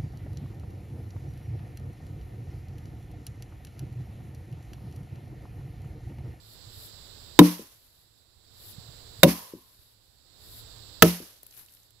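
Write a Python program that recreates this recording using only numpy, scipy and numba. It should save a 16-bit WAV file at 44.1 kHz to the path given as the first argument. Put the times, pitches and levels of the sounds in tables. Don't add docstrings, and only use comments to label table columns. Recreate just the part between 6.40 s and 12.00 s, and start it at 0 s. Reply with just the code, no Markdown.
import sys
import numpy as np
from scipy import signal
from scipy.fft import rfft, irfft, next_fast_len
from scipy.io import wavfile
from scipy.ndimage import uniform_filter1d
from numba import njit

SR = 44100
rng = np.random.default_rng(int(sys.argv[2]) if len(sys.argv) > 2 else 0)


def elevation(decibels):
    levels = np.asarray(decibels, float)
    return 10 ** (levels / 20)


def to_wav(s):
    ch = np.atleast_2d(s).T
    pcm = np.round(np.clip(ch, -1, 1) * 32767)
    wavfile.write(sys.argv[1], SR, pcm.astype(np.int16))


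N = 246941
TIME = np.arange(N) / SR
SIDES = np.array([[1], [-1]])


def colour(x, hz, db):
    f = np.maximum(np.fft.rfftfreq(x.shape[-1], 1 / SR), 1)
    curve_db = np.interp(np.log(f), np.log(hz), db)
    return irfft(rfft(x) * elevation(curve_db), x.shape[-1])


def noise(spectrum, size, alike_hz):
    n = next_fast_len(size, True)
    alike = 1 / (1 + np.fft.rfftfreq(n, 1 / SR) / alike_hz)
    mid, side = rfft(rng.standard_normal((2, n)))
    white = irfft(mid * np.sqrt(1 + alike) + SIDES * side * np.sqrt(1 - alike), n)
    x = colour(white, *np.transpose(spectrum))
    return x[:, :size] / x.std()


def band(hz, width, size, order):
    n = next_fast_len(size, True)
    off_centre = 2 * np.abs(np.fft.rfftfreq(n, 1 / SR) - hz) / width
    x = irfft(rfft(rng.standard_normal((2, n))) / (1 + off_centre ** order), n)
    return x[:, :size] / x.std()


def walk(rate):
    k = int(SR / rate)
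    steps = np.repeat(rng.standard_normal(N // k + 1), k)
    return uniform_filter1d(uniform_filter1d(steps, k), k)[:N]


def spell(start, length, db, rise, fall, change_db):
    since = TIME - start
    drift = change_db * np.clip(since / length, 0, 1)
    outside = np.maximum(0, np.maximum(-since / rise, (since - length) / fall))
    return elevation(db + drift - 20 * outside)


def add(out, s, sound, pan_db=0.):
    i = int(s * SR)
    out[:, i:i + sound.shape[-1]] += (sound * elevation(SIDES * pan_db / 2))[:, :N - i]


# [f/Hz, level/dB]
AIR = [(25, -7), (50, -0.5), (110, -2.5), (200, -14), (450, -13), (1000, -23), (2000, -25), (3000, -27),
       (6000, -25.5), (10000, -26), (16000, -17.5)]


def air():
    return elevation(-51 - 3 * SIDES) * noise(AIR, N, alike_hz=150)


def rumble():
    return elevation(-63.5 + 2.4 * walk(8) - 1.9 * SIDES) * band(64, 55, size=N, order=2)


def drone():
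    hum = elevation(-62.5 + 3 * walk(3)) * band(109, 12, size=N, order=2)[0]
    overtone = elevation(-83) * band(330, 35, size=N, order=2)[0]
    return hum + overtone


# [f/Hz, width/Hz, level/dB, left minus right/dB]
CHORUS = [(3790, 620, -64.5, -9), (4410, 1700, -60, -17.5), (7470, 860, -56, -3.5), (7920, 500, -59, -1.5)]


def insects():
    out = np.zeros((2, N))
    for hz, width, db, pan_db in CHORUS:
        level_db = db + SIDES * pan_db / 2 + .7 * walk(5.7)
        out += elevation(level_db) * band(hz, width, size=N, order=3)
    return out


def knock(hz, rattle_db):
    t = TIME[:SR // 4]
    push = np.sin(np.pi * np.minimum(t * hz / 2.44, 1)) ** 2
    thump = push * np.sin(2 * np.pi * hz * t)
    wood = band(.75 * hz, .8 * hz, size=len(t), order=4)[0]
    rattle = elevation(rattle_db - 60 * t / .16) * (1 - np.exp(-t * hz)) * wood
    return (thump + rattle)[None]


# [t/s, level/dB, f/Hz, left minus right/dB]
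DULL_KNOCKS = [(0.262, -42, 98, -5), (0.364, -43, 94, -8), (1.958, -47, 64.9, -18),
               (2.378, -43.5, 140, -21), (2.482, -44.5, 112, -12), (2.785, -40, 105, -6),
               (3.385, -41, 90, -12.5), (5.030, -39, 500, 0.5)]


def thuds():
    out = np.zeros((2, N))
    for s, db, hz, pan_db in DULL_KNOCKS:
        add(out, s, elevation(db) * knock(hz, rattle_db=-12.5), pan_db)
    return out


# [start t/s, length/s, level at the start/dB]
HAND_SLIDES = [(0.038, .1, -60), (0.345, .12, -55.5), (2.182, .13, -53), (2.785, .015, -62.5),
               (4.014, .18, -55.5)]
# [f/Hz, level/dB]
SKIN = [(1500, -29.5), (3000, -13), (5500, -4), (8000, -3.5), (9500, -3), (11500, 0), (16000, -5.5)]


def hand():
    sliding = sum(spell(*row, rise=.08, fall=.05, change_db=7) for row in HAND_SLIDES)
    return sliding * noise(SKIN, N, alike_hz=500) * elevation(SIDES * 5.0)


# [t/s, level of the first knock/dB]
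BLADE_PULLS = [(1.193, -17), (3.135, -16), (4.801, -19)]


def blade_pulls():
    out = np.zeros((2, N))
    hz, pan_db = 368, 2.5
    for s, db in BLADE_PULLS:
        add(out, s, elevation(db) * knock(hz, rattle_db=-12), pan_db)
        add(out, s + 0.015, elevation(db - 14) * knock(hz, rattle_db=-5), pan_db)
    return out


# [t/s, level before a 2.5 dB cut/dB, centre f/Hz, left minus right/dB]
CLEAR_CHIPS = [(4.6629, -7.5, 12190, -0.5), (5.031, -17.5, 12800, 3.5), (5.0656, -17, 13630, 1.5),
               (5.110, -27.5, 8000, -1.5), (5.125, -33, 5000, -7), (5.139, -32, 4050, 7),
               (5.147, -28, 12300, 1.5), (5.167, -27, 8070, -1), (5.261, -29, 9000, -6.5),
               (5.322, -30, 11590, -1), (5.338, -26, 11000, -2), (5.349, -28, 12100, 3),
               (5.506, -30, 12130, -4)]


def chips():
    out, t = np.zeros((2, N)), TIME[:2048]
    when, pitch, size, side = rng.random(size=(9, 4)).T
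    crumbs = zip(5.15 + .29 * when, -35 + 4 * (2 * size - 1), 3500 + 9500 * pitch, 4 * (2 * side - 1))
    shape = (1 - np.exp(-t / 0.00033)) * np.exp(-t / .0022)
    for s, db, hz, pan_db in CLEAR_CHIPS + list(crumbs):
        tick = shape * band(hz, 0.84 * hz, size=2048, order=3)
        add(out, s, elevation(db - 2.5) * tick, pan_db)
    return out


# [start t/s, length/s, level at the start/dB]
SHAKEN_LEAVES = [(1.33, .32, -49.5), (1.782, 0.044, -57), (3.19, .16, -47.5), (3.395, .13, -47.5),
                 (3.643, .15, -57), (5.057, 0.057, -48.5), (5.176, .05, -34), (5.309, .07, -44),
                 (5.431, 0.031, -49.5)]
# [f/Hz, level/dB]
LEAF_TONE = [(300, -9), (1000, -13.5), (2500, -9.5), (5000, -4), (8000, -4.5), (12000, 4), (16000, -6.5)]


def leaves():
    grains = elevation(1.5 * walk(300) + 1.7 * walk(43))
    shaken = sum(spell(*row, rise=.1, fall=.06, change_db=-2.5) for row in SHAKEN_LEAVES)
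    return shaken * grains * noise(LEAF_TONE, N, alike_hz=500) * elevation(SIDES * 1.4)


# [f/Hz, level/dB]
NEAR_TREES = [(150, -23), (500, -0.5), (1000, -3.5), (1500, -8), (2200, 0.5), (3500, -2), (5500, 4),
              (7500, -4.5), (9000, 0), (12000, 2), (16000, -6)]
# [f/Hz, level/dB]
FAR_TREES = [(150, -12.5), (500, 1), (1000, -8.5), (2500, -5), (5000, 3), (8000, -1), (12000, 4.5),
             (16000, -5)]


def tree_echo():
    t = TIME[:SR]
    near = elevation(-5 - 60 * t / .33) * noise(NEAR_TREES, SR, alike_hz=600)
    far = elevation(-15 - 60 * t / 0.69) * noise(FAR_TREES, SR, alike_hz=600)
    return (near + far) * elevation(1.5 * walk(76)[:SR])


# [f/Hz, time to fall 60 dB before damping and choking/s, level in blow 1/dB, in blow 2/dB, in blow 3/dB]
TRUNK_MODES = [(71.7, 0.29, 5, 3.5, 8.5), (105, 0.077, 1, -6.5, 6), (175.2, 0.33, 9.5, 8, 6),
               (219, 0.3, -10, -2, -12.5), (264.3, .2, 3.5, 2, -12), (297.5, 0.26, 15.5, -2, -2.5),
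               (324.4, 0.13, 8.5, 4, 0), (379, 0.14, -2.5, -0.5, -2), (451, 0.091, 9, -10, 6.5),
               (474, 0.14, 1.5, -8, -7), (542, .1, -10, 5.5, -6), (576, 0.11, -8, 4.5, -6),
               (625, 0.12, -11.5, -11, -2.5), (727, 0.059, -2.5, 1.5, 1), (1000, 0.026, 12.5, 9.5, 4),
               (1310, .025, 0.5, -4.5, 12), (1847, 0.017, -4, -4, 5), (2070, 0.005, -4.5, 9, -1.5),
               (2874, 0.02, -4, 15, -6), (3733, 0.023, 18.5, 17, -4)]


def trunk(blow, sustain, lag_s):
    hz, t60, *db = np.transpose(TRUNK_MODES)
    t = np.maximum(TIME[:SR] - np.array([[lag_s], [0]]), 0)[..., None]
    fade_db = -60 * t / (t60 * sustain) - 10 * (t / 0.24) ** 2
    ring = (np.sin(2 * np.pi * hz * t) * elevation(fade_db)) @ elevation(db[blow])
    ground = noise([(120, -8.5), (300, 4), (800, 0.0), (2500, -24.5)], 8192, alike_hz=5000)
    scatter = elevation(-47.5 - 60 * TIME[:8192] / .15) * ground
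    return ring + signal.fftconvolve(ring, scatter, axes=1)[:, :SR]


# [t/s, level against its blow/dB, blow counted from 0, push length/s, direction: 1 in, -1 out]
BLADE_JOLTS = [(2.8555, -6, 1, 0.0041, 1), (2.8680, -8.5, 1, 0.0022, 1), (4.6375, -2.5, 2, .002, -1),
               (4.6485, -10, 2, 0.0033, -1)]


def jolts(rings):
    out = np.zeros((2, N))
    for s, db, blow, push, direction in BLADE_JOLTS:
        shove = np.sin(np.pi * np.minimum(TIME[:400] / push, 1))
        again = signal.fftconvolve(rings[int(blow)], shove[None] / shove.sum())[:, :SR]
        add(out, s, np.sign(direction) * elevation(db) * again)
    return out


# [t/s, crack level before the bite/dB, crack centre f/Hz, swell of the tree echo/s, ring time factor]
AXE_BLOWS = [(0.9898, 21.5, 3697, .054, 0.96), (2.8317, 24, 3294, .058, .85),
             (4.6220, 22, 1417, 0.028, 0.9)]
# [level before the echo's swell/dB, time to fall 60 dB/s]
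HOLLOW_RINGS = [(-20.5, 0.41), (-29, 0.74), (-30.5, .3)]


def axe():
    out, t = np.zeros((2, N)), TIME[:SR]
    rings = [trunk(k, blow[-1], lag_s=.00006) for k, blow in enumerate(AXE_BLOWS)]
    bite = 1 - np.exp(-(t / .002) ** 2)
    for (s, db, hz, swell, _), (hollow_db, hollow_t60), ring in zip(AXE_BLOWS, HOLLOW_RINGS, rings):
        decay = .002 * (3000 / hz) ** 0.59
        fibres = [(300, -12), (hz, 0), (1.6 * hz, -5), (9000, -5), (16000, -2)]
        snap = np.exp(-t / decay) + elevation(-21.0) * np.exp(-t / 0.0082)
        crack = elevation(db) * snap * noise(fibres, SR, alike_hz=15000)
        build = elevation(-13) + 1 - np.exp(-(t / swell) ** 4)
        hollow = elevation(hollow_db - 60 * t / hollow_t60) * band(1030, 200, size=SR, order=2)
        add(out, s, bite * (ring + crack + build * (tree_echo() + hollow)))
    out += jolts(rings)
    return signal.sosfilt(signal.butter(4, 135, "high", fs=SR, output="sos"), out)


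def scene():
    background = air() + rumble() + drone() + insects()
    knocks_and_hand = thuds() + hand() + blade_pulls()
    return background + knocks_and_hand + chips() + leaves() + axe()


def causal(x, hz, db):
    f = np.maximum(np.fft.rfftfreq(2048, 1 / SR), 1)
    cepstrum = irfft(np.log(elevation(np.interp(np.log(f), np.log(hz), db))))
    cepstrum[1:1024] *= 2
    cepstrum[1025:] = 0
    return signal.fftconvolve(x, irfft(np.exp(rfft(cepstrum))))[:len(x)]


# [f/Hz, left level/dB, right level/dB]
PORT_TONE = [(500, 1, 0.5), (930, 3.5, 4.5), (1800, 3, 4.5), (2240, 1, 0.5), (2870, -3.5, 4.5),
             (4838, -20.5, 0.5), (6000, -13.5, 0.5), (6450, -29.5, 0), (7600, -10, -3), (9000, -7, -4),
             (11000, 1, -1.5), (11200, 2, -5), (14800, 0, -9.5), (16100, -3, -10)]


def ports(dry):
    hz, left_db, right_db = np.transpose(PORT_TONE)
    return np.array([causal(dry[0], hz, left_db), causal(dry[1], hz, right_db)])


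@njit
def duck(level, top, start_db, depth_db, hold, rise, attack, smooth):
    gain, want, g, wait = np.empty(len(level)), start_db, start_db, 0.
    for i in range(len(level)):
        if level[i] > top:
            want, wait = -depth_db, hold
        elif wait > 0:
            wait -= 1
        else:
            want = min(want + rise, 0.)
        g += (want - g) * (attack if want < g else smooth)
        gain[i] = g
    return gain


def low_pass(x):
    return signal.sosfilt(signal.butter(12, 15630, fs=SR, output="sos"), x)


def record(dry):
    x = ports(dry)
    gain_db = duck(np.abs(x).max(0), 1., start_db=-6.0, depth_db=14.0, hold=.82 * SR, rise=45. / SR,
                   attack=1 / (0.0036 * SR), smooth=1 / (.1 * SR))
    hiss = elevation(-72.5) * noise([(100, -2.0), (5000, -9), (10000, -2), (16000, -6.5)], N, alike_hz=10)
    x = np.clip(x * elevation(gain_db) + hiss, -.92, .92)
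    x = signal.sosfilt(signal.ellip(10, .3, 50, 15650, fs=SR, output="sos"), x)
    mix = np.clip(x, -1, 1)
    return low_pass(mix)


dry = scene()
out = record(dry)
to_wav(out)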